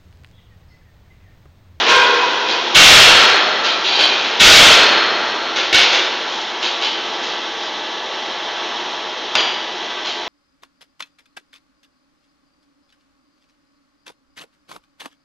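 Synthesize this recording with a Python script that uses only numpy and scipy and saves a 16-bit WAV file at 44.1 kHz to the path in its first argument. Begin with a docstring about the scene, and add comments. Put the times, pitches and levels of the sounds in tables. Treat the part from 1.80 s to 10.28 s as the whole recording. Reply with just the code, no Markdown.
"""Laying a ribbed metal deck.

Workers lay long sections side by side in a hard-walled industrial room where machinery hums. A section
is dragged in stick-slip friction, tips over and slams down: its ribs clatter and drive the many modes of
the deck. Lighter knocks seat it. A hollow beam and, later, a small steel part are struck and ring in
their own damped modes. The slams overload a small narrow-band microphone."""
import sys
import numpy as np
from scipy import signal
from scipy.fft import rfft, irfft
from scipy.io import wavfile
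from scipy.ndimage import uniform_filter1d

SR = 44100
rng = np.random.default_rng(int(sys.argv[2]) if len(sys.argv) > 2 else 0)


def wav_out(sig):
    """Save sig, one row per channel (or a flat mono array), as 16-bit PCM at SR to the path in sys.argv[1]."""
    wavfile.write(sys.argv[1], SR, np.round(np.clip(np.atleast_2d(sig).T, -1, 1) * 32767).astype(np.int16))


N = 373968
TIME = np.arange(N) / SR

# Rush of air from the machinery. Each row: frequency in Hz, relative spectral density in dB.
AIR_SPECTRUM = [(30, -24), (110, -34), (170, -15.5), (280, -7), (440, 2.5), (560, -6.5), (860, 2),
                (1450, -4.5), (2400, -8), (3200, -2.5), (4000, -3.5), (4700, -15), (5700, -12.5),
                (7000, -27)]
# Motor tones. Each row: frequency in Hz, relative level in dB.
MOTOR_TONES = [(619.1, -43), (861.3, -39.5), (1152, -44.5), (1707, -43), (1922, -49), (1986, -42),
               (2891, -56), (2993, -46), (3155, -46), (3214, -39.5), (3273, -54), (3478, -42), (3795, -46),
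               (3914, -47.5)]
# Modes of a hollow steel beam. Each row: frequency in Hz, relative level in dB, T60 in seconds.
BEAM_MODES = [(414, -30.5, 3.4), (481.5, -20.5, 1.7), (512, -29.5, 2.5), (973, -21.5, 3.6),
              (1064, -14, 1.5), (1387, -26.5, 2.3), (1452, -20.5, 1.5), (1470, -29, 1.3), (1582, -19, 1.6),
              (1985, -30, 0.88), (2450, -17, 0.79), (3330, -35, .9)]
# Clusters of close modes in the beam. Each row: centre in Hz, width in Hz, relative level in dB.
BEAM_MODE_CLUSTERS = [(496, 65, -2), (976, 110, 0), (1490, 240, -4), (1994, 93, -7), (2510, 76, -0.5),
                      (3290, 88, -6)]
# The opening blow on the hollow beam, then sections landing or knocked home.
# Each row: start in seconds, relative level in dB, length in seconds.
IMPACTS = [(0.064, -13, .06), (0.944, 2, 0.2), (1.385, -13.5, 0.057), (2.2, -23.5, 0.27), (2.594, 0.5, 0.2),
           (3.757, -16.5, 0.021), (3.926, -10.5, .004), (3.941, -7.5, 0.014), (4.005, -15.5, 0.029),
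           (4.118, -14, 0.028)]
# Spectrum of metal parts meeting. Each row: frequency in Hz, relative level in dB.
CLATTER_SPECTRUM = [(100, -44), (250, -26), (500, -11.5), (900, -13.5), (1500, -8), (2200, -6.5),
                    (3200, -0.5), (4000, -4), (4800, -8), (6000, -11.5), (7200, -22)]
# Spectrum of the deck's dense ringing. Each row: frequency in Hz, relative level in dB.
DECK_SPECTRUM = [(100, -33), (220, -17.5), (400, -1.5), (800, -3), (1600, 0), (2200, -2.5), (3200, 3),
                 (4300, -4), (4700, -6), (5800, -14.5), (7200, -25.5)]
# Decay of the deck between its peaks. Each row: frequency in Hz, T60 in seconds.
DECK_DECAY = [(150, 3.9), (500, 2.3), (1400, 2.74), (2800, 1.68), (4200, 1.71), (5500, 1.34), (7200, 1.7)]
# Deck resonances that stand out and ring longer. Each row: centre in Hz, width in Hz, lift in dB.
DECK_RESONANCES = [(620, 50, 2.5), (1350, 30, 3.5), (1593, 50, 2), (1930, 55, 4.5), (2510, 130, 2.5),
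                   (3222, 73, 3), (3350, 50, 1), (3900, 40, 2.5), (4267, 140, 8), (4400, 36, 3),
                   (5240, 130, 5.5), (6700, 150, 3.5)]
# Reverberation of the room. Each row: frequency in Hz, T60 in seconds.
ROOM_DECAY = [(200, .9), (1000, 1), (3500, 0.78), (7000, 0.62)]
# Sections dragged and nudged. Each row: start in seconds, relative level in dB, length in seconds.
SLIDES = [(0.68, -17.5, 0.034), (1.832, -18, 0.057), (2.035, -17.5, 0.054), (2.11, -18.5, 0.08),
          (2.182, -13, 0.032), (4.43, -32, 0.19), (4.818, -19.5, 0.045), (5.008, -17.5, 0.042),
          (5.42, -28, 0.056), (5.8, -31.5, .047), (8.245, -24, 0.045)]
# Spectrum of ribs sliding. Each row: frequency in Hz, relative level in dB.
FRICTION_SPECTRUM = [(120, -33), (500, -5), (1200, -9), (2000, -10.5), (3100, -1.5), (3900, -5),
                     (5000, -12.5), (7200, -27.5)]
# Resonances of a loose section's ribs. 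Each row: centre in Hz, width in Hz, relative level in dB.
RIB_RESONANCES = [(2470, 140, -1.5), (3120, 99, 2), (3560, 60, -5), (3780, 200, -2.5), (4064, 46, 3.5),
                  (4570, 31, 0.5)]
# Ribs that catch and spring free. Each row: start in seconds, frequency in Hz, level in dB.
RIB_RELEASES = [(2.055, 4479, -31), (2.199, 4081, -23), (2.205, 4479, -15), (2.23, 2492, -23),
                (5.04, 3020, -21.5)]
# Spectrum of the blow on the small steel part. Each row: frequency in Hz, relative level in dB.
BLOW_SPECTRUM = [(100, -27), (350, -7), (750, 0), (1300, -3), (2000, -2), (3200, 3.5), (4200, -8),
                 (5500, -13.5), (7200, -20)]
# Modes of that part. Each row: frequency in Hz, relative level in dB, T60 in seconds.
SMALL_PART_MODES = [(970, -27, 0.99), (2239, -32, 1.0), (2980, -21.5, 1.15), (3280, -14.5, 0.63),
                    (3478, -36, .5), (3585, -28, .28), (4161, -25, 0.5), (4740, -21.5, 0.86),
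                    (5950, -35.5, 0.97), (7000, -42, .8)]

MIC_TOP_HZ = 7100


def undb(db):
    """Amplitude ratio of a level in decibels."""
    return 10 ** (np.asarray(db) / 20)


def unit(x):
    """Normalisation to rms 1."""
    return x / np.sqrt(np.mean(x ** 2) + 1e-18)


def decay(t, t60):
    """Exponential damping: 60 dB in t60 seconds."""
    return np.exp(-np.log(1000) * t / t60)


def along(points, hz):
    """Interpolation of (Hz, value) points on a log-frequency axis."""
    f, value = np.transpose(points)
    return np.interp(np.log(hz + 1), np.log(f), value)


def resonances(peaks, hz):
    """Level in dB of superposed Lorentzian resonance curves."""
    return 20 * np.log10(sum(undb(db) / (1 + (2 * (hz - f) / width) ** 2) for f, width, db in peaks))


def colour(x, spectrum, tilt_db=0):
    """Spectral shaping, tilted by tilt_db per octave about 3 kHz, at rms 1."""
    hz = np.fft.rfftfreq(len(x), 1 / SR)
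    octaves = np.log2(np.clip(hz, 200, 8000) / 3000)
    gain = undb(along(spectrum, hz) + tilt_db * octaves) * (hz < 8000)
    return unit(irfft(rfft(x) * gain, len(x)))


def wander(rate_hz):
    """Smooth random modulation at rms 1."""
    k = max(int(SR / rate_hz), 2)
    steps = np.repeat(rng.standard_normal(N // k + 1), k)
    return unit(uniform_filter1d(uniform_filter1d(steps, k), k)[:N])


def add(track, start, x):
    """Superposition of x on the track from start seconds."""
    i = max(int(start * SR), 0)
    track[i:i + len(x)] += x[:N - i]


def dense_response(db_of, t60_of):
    """Overlapping modes respond as noise that decays at its own rate in each band; energy 1."""
    hz, t, cells = signal.stft(rng.standard_normal(3 * SR), SR, nperseg=2048)
    gain = undb(db_of(hz)[:, None] - 60 * t / t60_of(hz)[:, None])
    response = signal.istft(cells * gain, SR)[1]
    return response / np.sqrt(np.sum(response ** 2))


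def excite(force, response):
    """A linear system convolves its input with its impulse response."""
    return signal.fftconvolve(force, response)[:N]


def struck(modes, start, build_s, waver_db, waver_rad):
    """Free vibration: damped modes build up and fade, wavering as their echoes interfere."""
    t = np.maximum(TIME - start, 0)
    out = np.zeros(N)
    for hz, db, t60 in modes:
        amplitude = undb(db + waver_db * wander(16)) * decay(t, t60)
        out += amplitude * np.sin(2 * np.pi * hz * t + waver_rad * wander(25))
    return out * (1 - np.exp(-t / build_s))


def contacts(bursts, spectrum, per_s, scatter_db):
    """Shot noise: bursts of tiny random impacts give a direct sound and a force on the structure."""
    sound, force = np.zeros(N), np.zeros(N)
    t = TIME[:3 * SR // 2]
    for start, db, length, rise, t60, coupling_db, tilt_db in bursts:
        impacts = (rng.random(len(t)) < per_s / SR) * np.sign(rng.standard_normal(len(t)))
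        impacts *= undb(scatter_db * rng.standard_normal(len(t)))
        envelope = np.minimum(t / rise, 1) * decay(np.maximum(t - max(length, rise), 0), t60)
        add(sound, start, colour(impacts, spectrum, tilt_db) * envelope * undb(db))
        add(force, start, unit(impacts) * envelope * undb(db + coupling_db))
    return sound, force


def machinery(ripple_db, flutter_db, flutter_rad):
    """Flow noise is filtered by the fixed resonances of ducts; motor tones waver above it."""
    hz = np.fft.rfftfreq(N, 1 / SR)
    duct_ripple = np.interp(hz, np.arange(400) * 20, rng.standard_normal(400))
    air = colour(irfft(rfft(rng.standard_normal(N)) * undb(ripple_db * duct_ripple), N), AIR_SPECTRUM)
    tones = np.zeros(N)
    for f, db in MOTOR_TONES:
        waver_db = flutter_db * (wander(3.03) + wander(22)) / np.sqrt(2)  # slow swell, quick flutter
        phase = 2 * np.pi * f * TIME + flutter_rad * wander(28)
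        tones += undb(db + waver_db) * np.sqrt(2) * np.sin(phase)
    # The microphone is carried away from the air and past the spot where the tones are strongest.
    air_db = -22 - 0.5148 * TIME + 0.58 * wander(5.9)
    tones_db = -.5 + 1.5 * np.exp(-((TIME - 6.5) / 1.1) ** 2)
    return undb(air_db) * air + undb(tones_db) * tones


def deck_afterring():
    """Free decay: the deck's dense modes still ring from earlier work."""
    return colour(rng.standard_normal(N), DECK_SPECTRUM) * undb(-15.5) * decay(TIME, t60=4.1)


def beam_clang(start, modes_db, clusters_db, clusters_t60, build_s):
    """Modal vibration of a hollow beam: a few clear modes sound amid clusters of weaker ones."""
    t = np.maximum(TIME - start, 0)
    hz = np.fft.rfftfreq(N, 1 / SR)
    clusters = unit(irfft(rfft(rng.standard_normal(N)) * undb(resonances(BEAM_MODE_CLUSTERS, hz)), N))
    clusters *= (1 - np.exp(-t / build_s)) * decay(t, clusters_t60)
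    modes = struck(BEAM_MODES, start, build_s, waver_db=2.5, waver_rad=0.89)
    return undb(clusters_db) * clusters + undb(modes_db) * modes


def metal_impacts():
    """Impact excitation: the blow on the beam, then ribs hitting their neighbours, drive the deck."""
    def lift_db(hz):
        return sum(db / (1 + (2 * (hz - f) / width) ** 2) for f, width, db in DECK_RESONANCES)
    bursts = []
    for start, db, length in IMPACTS:
        # The longer the clatter, the slower it builds and settles, and the more the deck takes up.
        rise, t60 = .0015 + .055 * length, 0.34 + 1.18 * length
        coupling_db = -7.5 + 20.5 * length
        tilt_db = -0.48 + .12 * db  # harder blows are brighter
        bursts.append((start, db, length, rise, t60, coupling_db, tilt_db))
    clatter, force = contacts(bursts, CLATTER_SPECTRUM, per_s=2500, scatter_db=3)
    deck = dense_response(lambda hz: along(DECK_SPECTRUM, hz) + lift_db(hz) - 60 * (hz > MIC_TOP_HZ),
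                          lambda hz: along(DECK_DECAY, hz) * (1 + 0.066 * lift_db(hz)))
    return clatter, excite(force, deck)


def sliding_sections():
    """Stick-slip friction: ribs catch and slip on each other, ringing the loose section."""
    bursts = []
    for start, db, length in SLIDES:
        rise, t60 = 0.2 * length, 0.23
        lifted = 1.5 < start < 2.6  # a lifted section rings freely; lying on the deck it is damped
        coupling_db = -.5 if lifted else -10.5
        tilt_db = -3.5 - 0.2954 * db  # lighter touches are thinner
        bursts.append((start, db, length, rise, t60, coupling_db, tilt_db))
    rasp, force = contacts(bursts, FRICTION_SPECTRUM, per_s=1200, scatter_db=1.0)
    ribs = dense_response(
        lambda hz: np.maximum(resonances(RIB_RESONANCES, hz), along(FRICTION_SPECTRUM, hz) - 13),
        lambda hz: np.full(len(hz), .95))
    return rasp, excite(force, ribs)


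def rib_pings():
    """Plucking: each rib that springs free vibrates in a single damped mode."""
    return sum(struck([(hz, db, .65)], start, build_s=.008, waver_db=-2.0, waver_rad=0.65)
               for start, hz, db in RIB_RELEASES)


def small_part_blow(start, db, t60, echo_s, echo_db, room_db):
    """Reflection: a hard blow close by returns as an echo from the far wall and as reverberation."""
    burst = rng.standard_normal(N) * (TIME >= start) * decay(np.abs(TIME - start), t60)
    onset_gain = undb(db) * np.sqrt(t60 / (2 * np.log(1000)) * SR / N)  # db holds at the first instant
    crack = onset_gain * colour(burst, BLOW_SPECTRUM)
    wash = dense_response(lambda hz: along(BLOW_SPECTRUM, hz) - 60 * (hz > MIC_TOP_HZ),
                          lambda hz: along(ROOM_DECAY, hz))
    out = crack + undb(echo_db) * np.roll(crack, int(echo_s * SR))
    add(out, start, undb(room_db) * np.sqrt(np.sum(crack ** 2)) * wash)
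    return out


def small_part_ring(start):
    """Free vibration: the struck steel part rings in inharmonic modes."""
    return undb(2) * struck(SMALL_PART_MODES, start, build_s=0.014, waver_db=-0.5, waver_rad=.3)


def scene():
    """Superposition: contact noise and its reverberation add to the ringing metal and the machinery."""
    clatter, deck = metal_impacts()
    rasp, ribs = sliding_sections()
    strike_s = 7.553
    blow = small_part_blow(strike_s, db=-4.5, t60=0.035, echo_s=0.053, echo_db=-9.0, room_db=4.5)
    room = dense_response(np.zeros_like, lambda hz: along(ROOM_DECAY, hz))
    direct = undb(-1.5) * (clatter + rasp)
    clang = beam_clang(start=.06, modes_db=5.5, clusters_db=-12.0, clusters_t60=2.87, build_s=0.066)
    metal = deck + ribs + clang + small_part_ring(strike_s) + deck_afterring()
    hum = machinery(ripple_db=3.0, flutter_db=1.5, flutter_rad=0.91)
    mono = direct + excite(direct, room) + blow + metal + hum + rib_pings()
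    return np.array([mono, mono])


def record(dry):
    """Overload: a narrow-band microphone clips on the slams; the top of the distortion is softened."""
    ceiling, treble_edge_hz, treble_db, top_hz = 0.69, 7840, -9, 15900
    narrow = signal.sosfilt(signal.ellip(8, .3, 80, MIC_TOP_HZ, fs=SR, output="sos"), dry)
    clipped = np.clip(narrow, -ceiling, ceiling)
    body = signal.sosfiltfilt(signal.butter(10, treble_edge_hz, fs=SR, output="sos"), clipped)
    softened = body + undb(treble_db) * (clipped - body)
    return signal.sosfiltfilt(signal.ellip(10, .1, 60, top_hz, fs=SR, output="sos"), softened)


dry = scene()
out = record(dry)
wav_out(out)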